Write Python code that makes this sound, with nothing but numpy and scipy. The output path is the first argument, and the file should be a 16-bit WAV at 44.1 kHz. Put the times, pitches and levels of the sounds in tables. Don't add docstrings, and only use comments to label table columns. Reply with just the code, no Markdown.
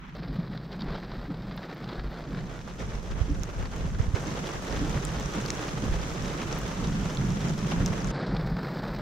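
import sys
import numpy as np
from scipy import signal
from scipy.fft import rfft, irfft, next_fast_len
from scipy.io import wavfile
from scipy.ndimage import uniform_filter1d

SR = 44100
rng = np.random.default_rng(int(sys.argv[2]) if len(sys.argv) > 2 else 0)


def dump(signal):
    limited = np.clip(np.atleast_2d(signal).T, -1, 1)
    pcm = np.round(limited * 32767).astype(np.int16)
    wavfile.write(sys.argv[1], SR, pcm)


N = 397341
TIME = np.arange(N) / SR
CUTOFF_HZ = 15750

# (time [s], drumming [dB], splash [dB])
DOWNPOUR_LEVELS = [(0.148, -50, -62), (0.155, -46, -57.5), (2.3, -46.5, -58.5), (2.7, -45, -54),
                   (2.9, -43, -52.5), (4.148, -41.5, -51), (4.151, -36.5, -45.5), (4.85, -36.5, -44.5),
                   (7.5, -37, -45), (8.112, -35, -45.5), (8.118, -39, -53), (9.0, -37.5, -52)]
# (time of the height [s], half length [s], rise [dB])
RAIN_SHEETS = [(0.612, 0.036, -2), (0.86, 0.055, 2.5), (0.956, 0.05, 4.5), (1.904, 0.041, 3.5),
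               (2.047, .02, 3), (2.386, 0.022, 1.5), (2.76, 0.03, -4), (2.816, 0.026, 5),
               (2.94, 0.062, 2.5), (3.193, 0.039, 3), (3.778, 0.05, 2.5), (3.916, 0.036, -3),
               (3.998, 0.0092, 7.5), (4.115, 0.018, -3), (4.168, 0.012, 2), (4.868, 0.11, 1.4),
               (5.633, 0.036, 2.5), (6.421, 0.022, 2.5), (6.512, 0.028, 5.5), (7.56, .025, -3.5),
               (7.72, 0.013, 5), (8.192, 0.039, 6.5)]
# (time [s], share [0-1])
NARROW_SHARE = [(.148, 0), (.155, 1), (2.09, 0.87), (2.55, 0.24), (2.8, 0.07), (8.112, 0.07), (8.118, 1)]
# (frequency [Hz], relative density [dB])
CLEAR_COLOUR = [(100, -8), (300, 5.5), (480, 4.5), (700, 0), (1300, -1), (2300, -8), (3300, -10),
                (4500, -16.5), (6100, -9.5), (7600, -17), (8600, -22), (11000, -23.5), (15000, -26.5)]
# (frequency [Hz], relative density [dB])
MUFFLED_COLOUR = [(100, -6.5), (330, 7.5), (750, 2), (950, -1), (1750, -3.5), (2800, -13.5), (3900, -8),
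                  (4900, -11.5), (6400, -30.5), (8100, -32.5), (11100, -46), (12200, -27.5)]
# (frequency [Hz], likeness [-])
EAR_LIKENESS = [(290, 1.5), (640, 0.32), (1410, 0.03), (3100, 0.25), (6800, -0.1), (15000, -0.37)]
# (frequency [Hz], left over right [dB])
RAIN_BALANCE = [(200, -4.5), (400, -5), (700, -3.5), (1300, 0.5), (2400, 1), (4400, -3), (8000, .5)]
# (frequency [Hz], gain [dB])
THIN_START = [(300, -2), (480, -10), (1000, 3.5), (2600, 6), (4000, 4), (7000, -7.5)]
# (frequency [Hz], gain [dB])
FIZZY_END = [(1300, -0.5), (3200, -3.5), (7000, 3.5), (10500, 2.5)]
# (time [s], gain [dB])
AIRY_TOP = [(8.112, -6), (8.118, -28), (8.3, -20), (8.4, -6)]
# (time [s], peak level [dB], bright splat against dull knock [dB])
ROOF_SMACKS = [(0.474, -38, -17), (0.575, -33.5, 1), (0.727, -36.5, -1), (0.808, -34, 0),
               (0.819, -29.5, -2), (0.935, -41, -7), (1.116, -33, -7), (1.511, -34, -9), (1.576, -31.5, -8),
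               (1.889, -33, 0), (1.898, -37, -3), (1.995, -32, -7), (2.347, -34, -6), (2.388, -33.5, -14),
               (3.654, -33, -6), (3.947, -35, -12), (8.365, -29, -8)]
# (time [s], peak level before balance [dB], pitch [Hz], left over right [dB], crack gain [dB])
FRAME_TICKS = [(3.434, -26, 5800, -11, -16.5), (3.7624, -30, 6500, 6, -9), (4.7255, -29, 4940, -.5, -33),
               (4.896, -29.5, 5700, 0.5, -16), (5.025, -32, 6000, -3.5, -26), (5.051, -22, 7360, 5, -14),
               (5.1986, -27, 6300, -3, -13), (5.259, -28.5, 5760, 0, -28), (5.461, -26, 4700, 7, -18),
               (5.503, -19.5, 4360, -2, -26), (5.504, -17, 6100, 5, -23), (6.223, -28, 5900, 6, -18),
               (6.527, -26, 5400, 6, -31), (7.172, -27, 3640, -6, -31), (7.861, -18, 5800, 4, -19),
               (8.045, -25.5, 5670, 1, -24)]
# (time [s], peak level [dB])
CLEAR_CRACKLES = [(1.5646, -42), (1.7457, -47), (2.1104, -50), (6.588, -33)]
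# (time [s], thud level [dB], cabin boom level [dB])
WIPER_TURNS = [(0.306, -36, -40), (.85, -43, -38.5), (1.3, -41, -43), (2.32, -37, -35.5),
               (3.31, -38, -37.5), (4.28, -40.5, -42), (4.83, -31.5, -39), (5.84, -39.5, -39),
               (6.83, -38, -43), (7.82, -37, -32.5), (8.32, -37, -40)]
WIPER_BOOM_LAG_S, WIPER_BOOM_S = 0.056, 0.091
# (time [s], cabin boom level [dB], deep rumble level [dB])
STEADY_WIND = [(0.0, -47.5, -49), (.14, -44.5, -52), (.2, -39, -50), (1.3, -42.5, -45), (1.75, -44, -57),
               (2.2, -43, -45.5), (3.6, -44, -42), (5.55, -39.5, -44), (6.5, -37, -42), (8.1, -34, -41),
               (8.2, -34.5, -60), (9.0, -36, -44)]
# (start time [s], hold [s], cabin boom level [dB], deep rumble level [dB])
STORM_ROLLS = [(0.143, 0.018, -44, -43), (0.265, 0.0091, -42, -35), (0.46, 0.048, -37.5, -54),
               (0.747, 0.042, -36.5, -53), (.84, .01, -48, -33.5), (1.1, 0.047, -44, -38),
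               (1.354, .16, -39.5, -45), (1.8, .03, -38, -46), (1.945, 0.1, -43, -34.5),
               (2.28, 0.12, -42, -41), (2.768, 0.13, -42, -38.5), (2.91, 0.027, -55, -33),
               (3.075, 0.3, -42, -33.5), (3.543, 0.057, -40.5, -33), (3.728, 0.35, -39, -34),
               (4.17, 0.21, -37, -57), (4.673, 0.065, -45, -34.5), (4.755, 0.17, -36, -34.5),
               (5.005, 0.21, -36.5, -36.5), (5.332, 0.044, -32, -46), (5.71, 0.12, -35.5, -45),
               (5.84, 0.11, -45, -31.5), (6.167, 0.026, -34, -37), (6.478, 0.13, -43, -40),
               (6.773, 0.23, -31, -35.5), (7.15, 0.16, -28.5, -38), (7.405, 0.069, -28.5, -49),
               (7.59, .03, -29.5, -48), (7.686, 0.13, -30.5, -33), (8.004, 0.027, -33.5, -32),
               (8.257, 0.23, -33.5, -35), (8.49, 0.027, -33, -48), (8.81, 0.13, -52, -41)]
ROLL_ATTACK_S, ROLL_RELEASE_S = 0.047, 0.048
# (frequency [Hz], relative density [dB])
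BOOM_COLOUR = [(30, -47), (65, -28), (95, -14), (125, -1.5), (168, 0.3), (205, -3), (240, -9.5),
               (300, -17.5), (500, -47), (2000, -110)]
# (frequency [Hz], relative density [dB])
RUMBLE_COLOUR = [(5, -38), (22, 5), (33, -5), (46, 15), (60, 2.5), (80, -8.5), (130, -32), (1000, -110)]
# (time [s], peak of the swing [dB], pitch [Hz])
CABIN_THUMPS = [(.385, -21, 168), (1.305, -25, 169), (3.845, -26, 160), (4.963, -20, 135),
                (8.334, -21.5, 170)]
# (time [s], peak level before balance [dB], pitch [Hz], left over right [dB])
MICROPHONE_BUFFETS = [(3.217, -20, 69, -19), (3.317, -21, 59.7, -11), (3.867, -24.5, 73.5, -5),
                      (4.006, -17.5, 75, -18), (4.087, -18.5, 71, -10), (4.145, -19.5, 87, -22),
                      (4.959, -23, 116, -6), (5.901, -19, 55, 1), (5.928, -22, 37.6, -12),
                      (7.812, -16, 95, -2), (7.908, -17, 110, -5)]


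def from_db(db):
    return 10 ** (np.asarray(db) / 20)


def rms_one(x):
    return x / np.sqrt(np.mean(x ** 2) + 1e-20)


def in_time(rows):
    s, *columns = np.transpose(rows)
    return [np.interp(TIME, s, column) for column in columns]


def over_hz(points, hz):
    at, value = np.transpose(points)
    return np.interp(np.log(hz), np.log(at), value)


def filtered(x, gain_at):
    size = next_fast_len(N, True)
    hz = np.maximum(np.arange(size // 2 + 1) * SR / size, 1)
    return irfft(rfft(x, size) * gain_at(hz), size)[..., :N]


def airy(x, hz):
    return filtered(x, lambda f: 1 - 1 / (1 + (f / hz) ** 12))


def band_pass(x, low_hz, high_hz):
    band = [low_hz, min(high_hz, .45 * SR)]
    return signal.sosfilt(signal.butter(2, band, "band", fs=SR, output="sos"), x)


def resonance(x, hz, width_hz):
    r = np.exp(-np.pi * width_hz / SR)
    feed = np.array([1, 0, -1]) * (1 - r * r) / 2
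    return signal.lfilter(feed, [1, -2 * r * np.cos(2 * np.pi * hz / SR), r * r], x + 1e-18)


def drift(rate_hz):
    r = np.exp(-80 * np.pi * rate_hz / SR)
    noise = rng.standard_normal(N // 40 + 2002)
    slow = signal.lfilter([1], [1, -2 * r, r * r], noise)[2000:]
    return np.interp(np.arange(N) / 40, np.arange(len(slow)), rms_one(slow))


def swell(s, half_s):
    out, near = np.zeros(N), np.abs(TIME - s) < 4 * half_s
    out[near] = np.exp(-((TIME[near] - s) / half_s) ** 2)
    return out


def panned(left_over_right_db):
    return from_db(np.array([[.5], [-.5]]) * left_over_right_db)


def add(out, s, sound):
    at = int(np.clip(s * SR, 0, N - 1))
    out[:, at:at + sound.shape[-1]] += sound[:, :N - at]


def random_table(per_s, columns):
    return np.random.default_rng(rng.integers(1 << 30)).random((int(per_s * N / SR), columns))


def patter(per_s, spread_db, colour_db, splat_s, tail_s, tail_db):
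    chance = random_table(per_s, 6)
    at = (chance[:, 0] * N).astype(int)
    size_db = spread_db * np.minimum(-np.log(1 - chance[:, 1]), 3.5)
    drop_colour_db = colour_db * (2 * chance[:, 2:].T - 1)
    contrast = np.array([[.4], [.85], [1.1], [.85]])
    energy = np.zeros((4, N)) + 1e-18
    energy[:, at] = from_db(contrast * (size_db + drop_colour_db)) ** 2

    def fading(seconds):
        return signal.lfilter([1], [1, -np.exp(-2 / (seconds * SR))], energy)

    envelope = np.sqrt(fading(splat_s) + from_db(tail_db) ** 2 * fading(tail_s))
    splats = envelope * rng.standard_normal((4, N))
    edges_hz = [200, 1100, 2700, 6000, 18000]
    bands = zip(splats, edges_hz, edges_hz[1:])
    return rms_one(sum(band_pass(rms_one(splat), low, high) for splat, low, high in bands))


def rain(near_db, focus_db, flurry_db, light_flurry_db, flurry_rate_hz, spray_hz, spray_follows):
    drum_db, splash_db = in_time(DOWNPOUR_LEVELS)
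    narrow = np.clip(in_time(NARROW_SHARE)[0], 0, 1)

    sheets_db = sum(rise_db * swell(s, half_s) for s, half_s, rise_db in RAIN_SHEETS)
    lightness = np.clip((drum_db.max() - drum_db) / 10, 0, 1)
    flurry_depth_db = flurry_db + light_flurry_db * lightness
    flurries = from_db(flurry_depth_db * np.clip(drift(flurry_rate_hz), -2, 2) + sheets_db)

    near = np.array([patter(per_s=340, spread_db=2.0, colour_db=11.0, splat_s=0.0022, tail_s=0.017, tail_db=-9)
                     for _ in ("mid", "side")])
    near = near * from_db(near_db + focus_db * narrow)
    grains = rng.standard_normal((2, N)) + near
    spray = filtered(grains, lambda hz: 1 / (1 + (spray_hz / hz) ** 6))
    mid, side = flurries * (grains - spray) + flurries ** spray_follows * spray

    def alike(hz):
        return np.clip(over_hz(EAR_LIKENESS, hz), -.5, .98)

    shared = filtered(mid, lambda hz: np.sqrt(1 + alike(hz)))
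    opposed = filtered(side, lambda hz: np.sqrt(1 - alike(hz))) * [[1], [-1]]
    wide = filtered(shared + opposed,
                    lambda hz: from_db(over_hz(CLEAR_COLOUR, hz)) * panned(over_hz(RAIN_BALANCE, hz)))
    dull = filtered(mid, lambda hz: from_db(over_hz(MUFFLED_COLOUR, hz)))
    out = 0
    for sound, share in ((wide, 1 - narrow), (dull, narrow)):
        drumming = filtered(sound, lambda hz: 1 / (1 + (hz / 2500) ** 8))
        splash = sound - drumming
        levelled = from_db(drum_db) * rms_one(drumming) + from_db(splash_db) * rms_one(splash)
        out = out + np.sin(np.pi / 2 * share) * levelled
    return out


def coloured_rain(shower):
    thin = filtered(shower, lambda hz: from_db(over_hz(THIN_START, hz)))
    shower = np.where(TIME < NARROW_SHARE[0][0], thin, shower)
    fizzy = filtered(shower, lambda hz: from_db(over_hz(FIZZY_END, hz)))
    shower = np.where(TIME > NARROW_SHARE[-1][0], fizzy, shower)
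    return shower + (from_db(in_time(AIRY_TOP)[0]) - 1) * airy(shower, hz=9860)


def smacks(knock_s, splat_s, knock_low_hz, knock_high_hz, splat_low_hz, splat_high_hz):
    out, t = np.zeros((2, N)), np.arange(SR // 20) / SR

    def burst(seconds, *band):
        noise = rng.standard_normal(len(t)) * np.exp(-t / seconds)
        return band_pass(band_pass(noise, *band), *band)

    for s, db, bright_db in ROOF_SMACKS:
        knock = burst(knock_s, knock_low_hz, knock_high_hz)
        smack = knock + from_db(bright_db) * burst(splat_s, splat_low_hz, splat_high_hz)
        add(out, s, from_db(db) * smack / np.abs(smack).max() * np.ones((2, 1)))
    return out


def ticks(splat_s, ring_ratio, knock_db, knock_ratio):
    out, t = np.zeros((2, N)), np.arange(SR // 20) / SR
    for s, db, hz, balance_db, crack_db in FRAME_TICKS:
        splat = rng.standard_normal((2, len(t))) * np.exp(-t / splat_s)
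        frame = splat + .5 * splat[::-1]
        ring = band_pass(frame, hz / (1 + ring_ratio), hz * (1 + ring_ratio))
        knock = band_pass(frame, hz / knock_ratio, hz)
        tick = ring + from_db(knock_db) * knock + from_db(crack_db) * splat
        add(out, s, from_db(db) * tick / np.abs(tick).max() * panned(balance_db))
    return out


def plinks(per_s, level_db, low_hz, high_hz, cycles, spread_db):
    drops = random_table(per_s, 4)
    at = (drops[:, 0] * N).astype(int)
    sizes = from_db(spread_db * np.minimum(-np.log(1 - drops[:, 1]), 3)) * panned(12 * (drops[:, 2] - .5))
    pitches, out = np.geomspace(low_hz, high_hz, 10), 0
    for k, hz in enumerate(pitches):
        mine = (drops[:, 3] * len(pitches)).astype(int) == k
        clicks = np.zeros((2, N))
        clicks[:, at[mine]] = sizes[:, mine]
        out = out + resonance(resonance(clicks, hz, hz / cycles), hz, hz / cycles)
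    return rms_one(out) * from_db(in_time(DOWNPOUR_LEVELS)[1] + level_db)


def crackles(per_s, faint_db, spread_db, burst_s, above_hz):
    out, t = np.zeros((2, N)), np.arange(SR // 100) / SR
    chance = random_table(per_s, 2)
    faint = [(when * N / SR, faint_db + spread_db * size ** 2) for when, size in chance]
    for s, db in CLEAR_CRACKLES + faint:
        burst = rng.standard_normal((2, len(t))) * np.exp(-t / burst_s)
        crackle = band_pass(burst, above_hz, CUTOFF_HZ)
        add(out, s, from_db(db) * crackle / np.abs(crackle).max())
    return out


def wipers(hz, width_hz, swell_s):
    turns = sum(from_db(db) * swell(s, swell_s) for s, db, _ in WIPER_TURNS)
    rub = resonance(resonance(rng.standard_normal(N), hz, width_hz), hz, width_hz)
    return turns * rms_one(rub) * panned(-2.2)


def roll(s, hold_s):
    attack = np.clip((TIME - s) / ROLL_ATTACK_S, 0, 1)
    since_hold = np.maximum(TIME - s - hold_s - ROLL_ATTACK_S, 0)
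    return attack * np.exp(-since_hold / ROLL_RELEASE_S)


def storm_strength():
    boom_power, rumble_power = from_db(in_time(STEADY_WIND)) ** 2
    for s, hold_s, boom_db, rumble_db in STORM_ROLLS:
        shape = roll(s, hold_s) ** 2
        boom_power = boom_power + from_db(boom_db) ** 2 * shape
        rumble_power = rumble_power + from_db(rumble_db) ** 2 * shape
    for s, _, boom_db in WIPER_TURNS:
        boom_power = boom_power + (from_db(boom_db) * swell(s + WIPER_BOOM_LAG_S, WIPER_BOOM_S)) ** 2
    return np.sqrt(boom_power), np.sqrt(rumble_power)


def low_roar(spectrum, side_db, balance_db, steady_s):
    mid, side = filtered(rng.standard_normal((2, N)), lambda hz: from_db(over_hz(spectrum, hz)))
    mid = mid / np.sqrt(uniform_filter1d(mid ** 2, max(int(steady_s * SR), 2)) + 1e-12)
    return (mid + from_db(side_db) * rms_one(side) * [[1], [-1]]) * panned(balance_db)


def storm(boom, rumble):
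    return (boom * low_roar(BOOM_COLOUR, side_db=-20.5, balance_db=-1.5, steady_s=0.088)
            + rumble * low_roar(RUMBLE_COLOUR, side_db=-7.5, balance_db=-0.5, steady_s=0.11))


def thumps(rise_s):
    out, t = np.zeros((2, N)), np.arange(SR // 6) / SR
    shape = (t / rise_s * np.exp(1 - t / rise_s)) ** 2
    for s, db, hz in CABIN_THUMPS:
        swing = np.sin(2 * np.pi * (hz * t + rng.random()))
        add(out, s, from_db(db) * shape * swing * np.ones((2, 1)))
    return out


def draught(strength, level_db, hz, width_hz, lumps_db, balance_db):
    eddies = rng.standard_normal((2, N)) + rng.standard_normal(N)
    flutter = resonance(resonance(eddies, hz, width_hz), hz, width_hz)
    lumpy = rms_one(flutter * from_db(lumps_db * drift(4.9)))
    return strength * from_db(level_db) * lumpy * panned(balance_db)


def buffets(cycles):
    out, t = np.zeros((2, N)), np.arange(-SR // 20, SR // 20) / SR
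    for s, db, hz, balance_db in MICROPHONE_BUFFETS:
        dip = -np.cos(2 * np.pi * hz * t) * np.exp(-(hz * t / cycles) ** 2)
        add(out, s + t[0], from_db(db) * dip * panned(balance_db))
    return out


def scene():
    narrow = np.clip(in_time(NARROW_SHARE)[0], 0, 1)
    shower = coloured_rain(rain(near_db=-0.63, focus_db=3.5, flurry_db=1.08, light_flurry_db=1.0,
                                flurry_rate_hz=21.5, spray_hz=4840, spray_follows=0.4))
    small_sounds = (smacks(knock_s=0.0042, splat_s=0.0038, knock_low_hz=750, knock_high_hz=2200,
                           splat_low_hz=2890, splat_high_hz=4950)
                    + ticks(splat_s=0.001, ring_ratio=0.16, knock_db=-9, knock_ratio=2.76)
                    + crackles(per_s=45, faint_db=-66.5, spread_db=8, burst_s=0.0014, above_hz=12200))
    glass = plinks(per_s=70, level_db=-14.0, low_hz=4630, high_hz=6840, cycles=5.1, spread_db=8.5)
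    boom, rumble = storm_strength()
    lows = (wipers(hz=279, width_hz=59, swell_s=0.034) + storm(boom, rumble)
            + thumps(rise_s=0.0084) + buffets(cycles=0.39))
    wind = draught(np.sqrt(boom * rumble), level_db=-4.5, hz=89.4, width_hz=55, lumps_db=3.0, balance_db=-5.0)
    events = small_sounds + lows
    return shower + (1 - narrow) * (events + wind + glass) + narrow * events.mean(axis=0)


def record(dry):
    return filtered(dry, lambda hz: 1 / np.sqrt(1 + (hz / CUTOFF_HZ) ** 300))


dry = scene()
out = record(dry)
dump(out)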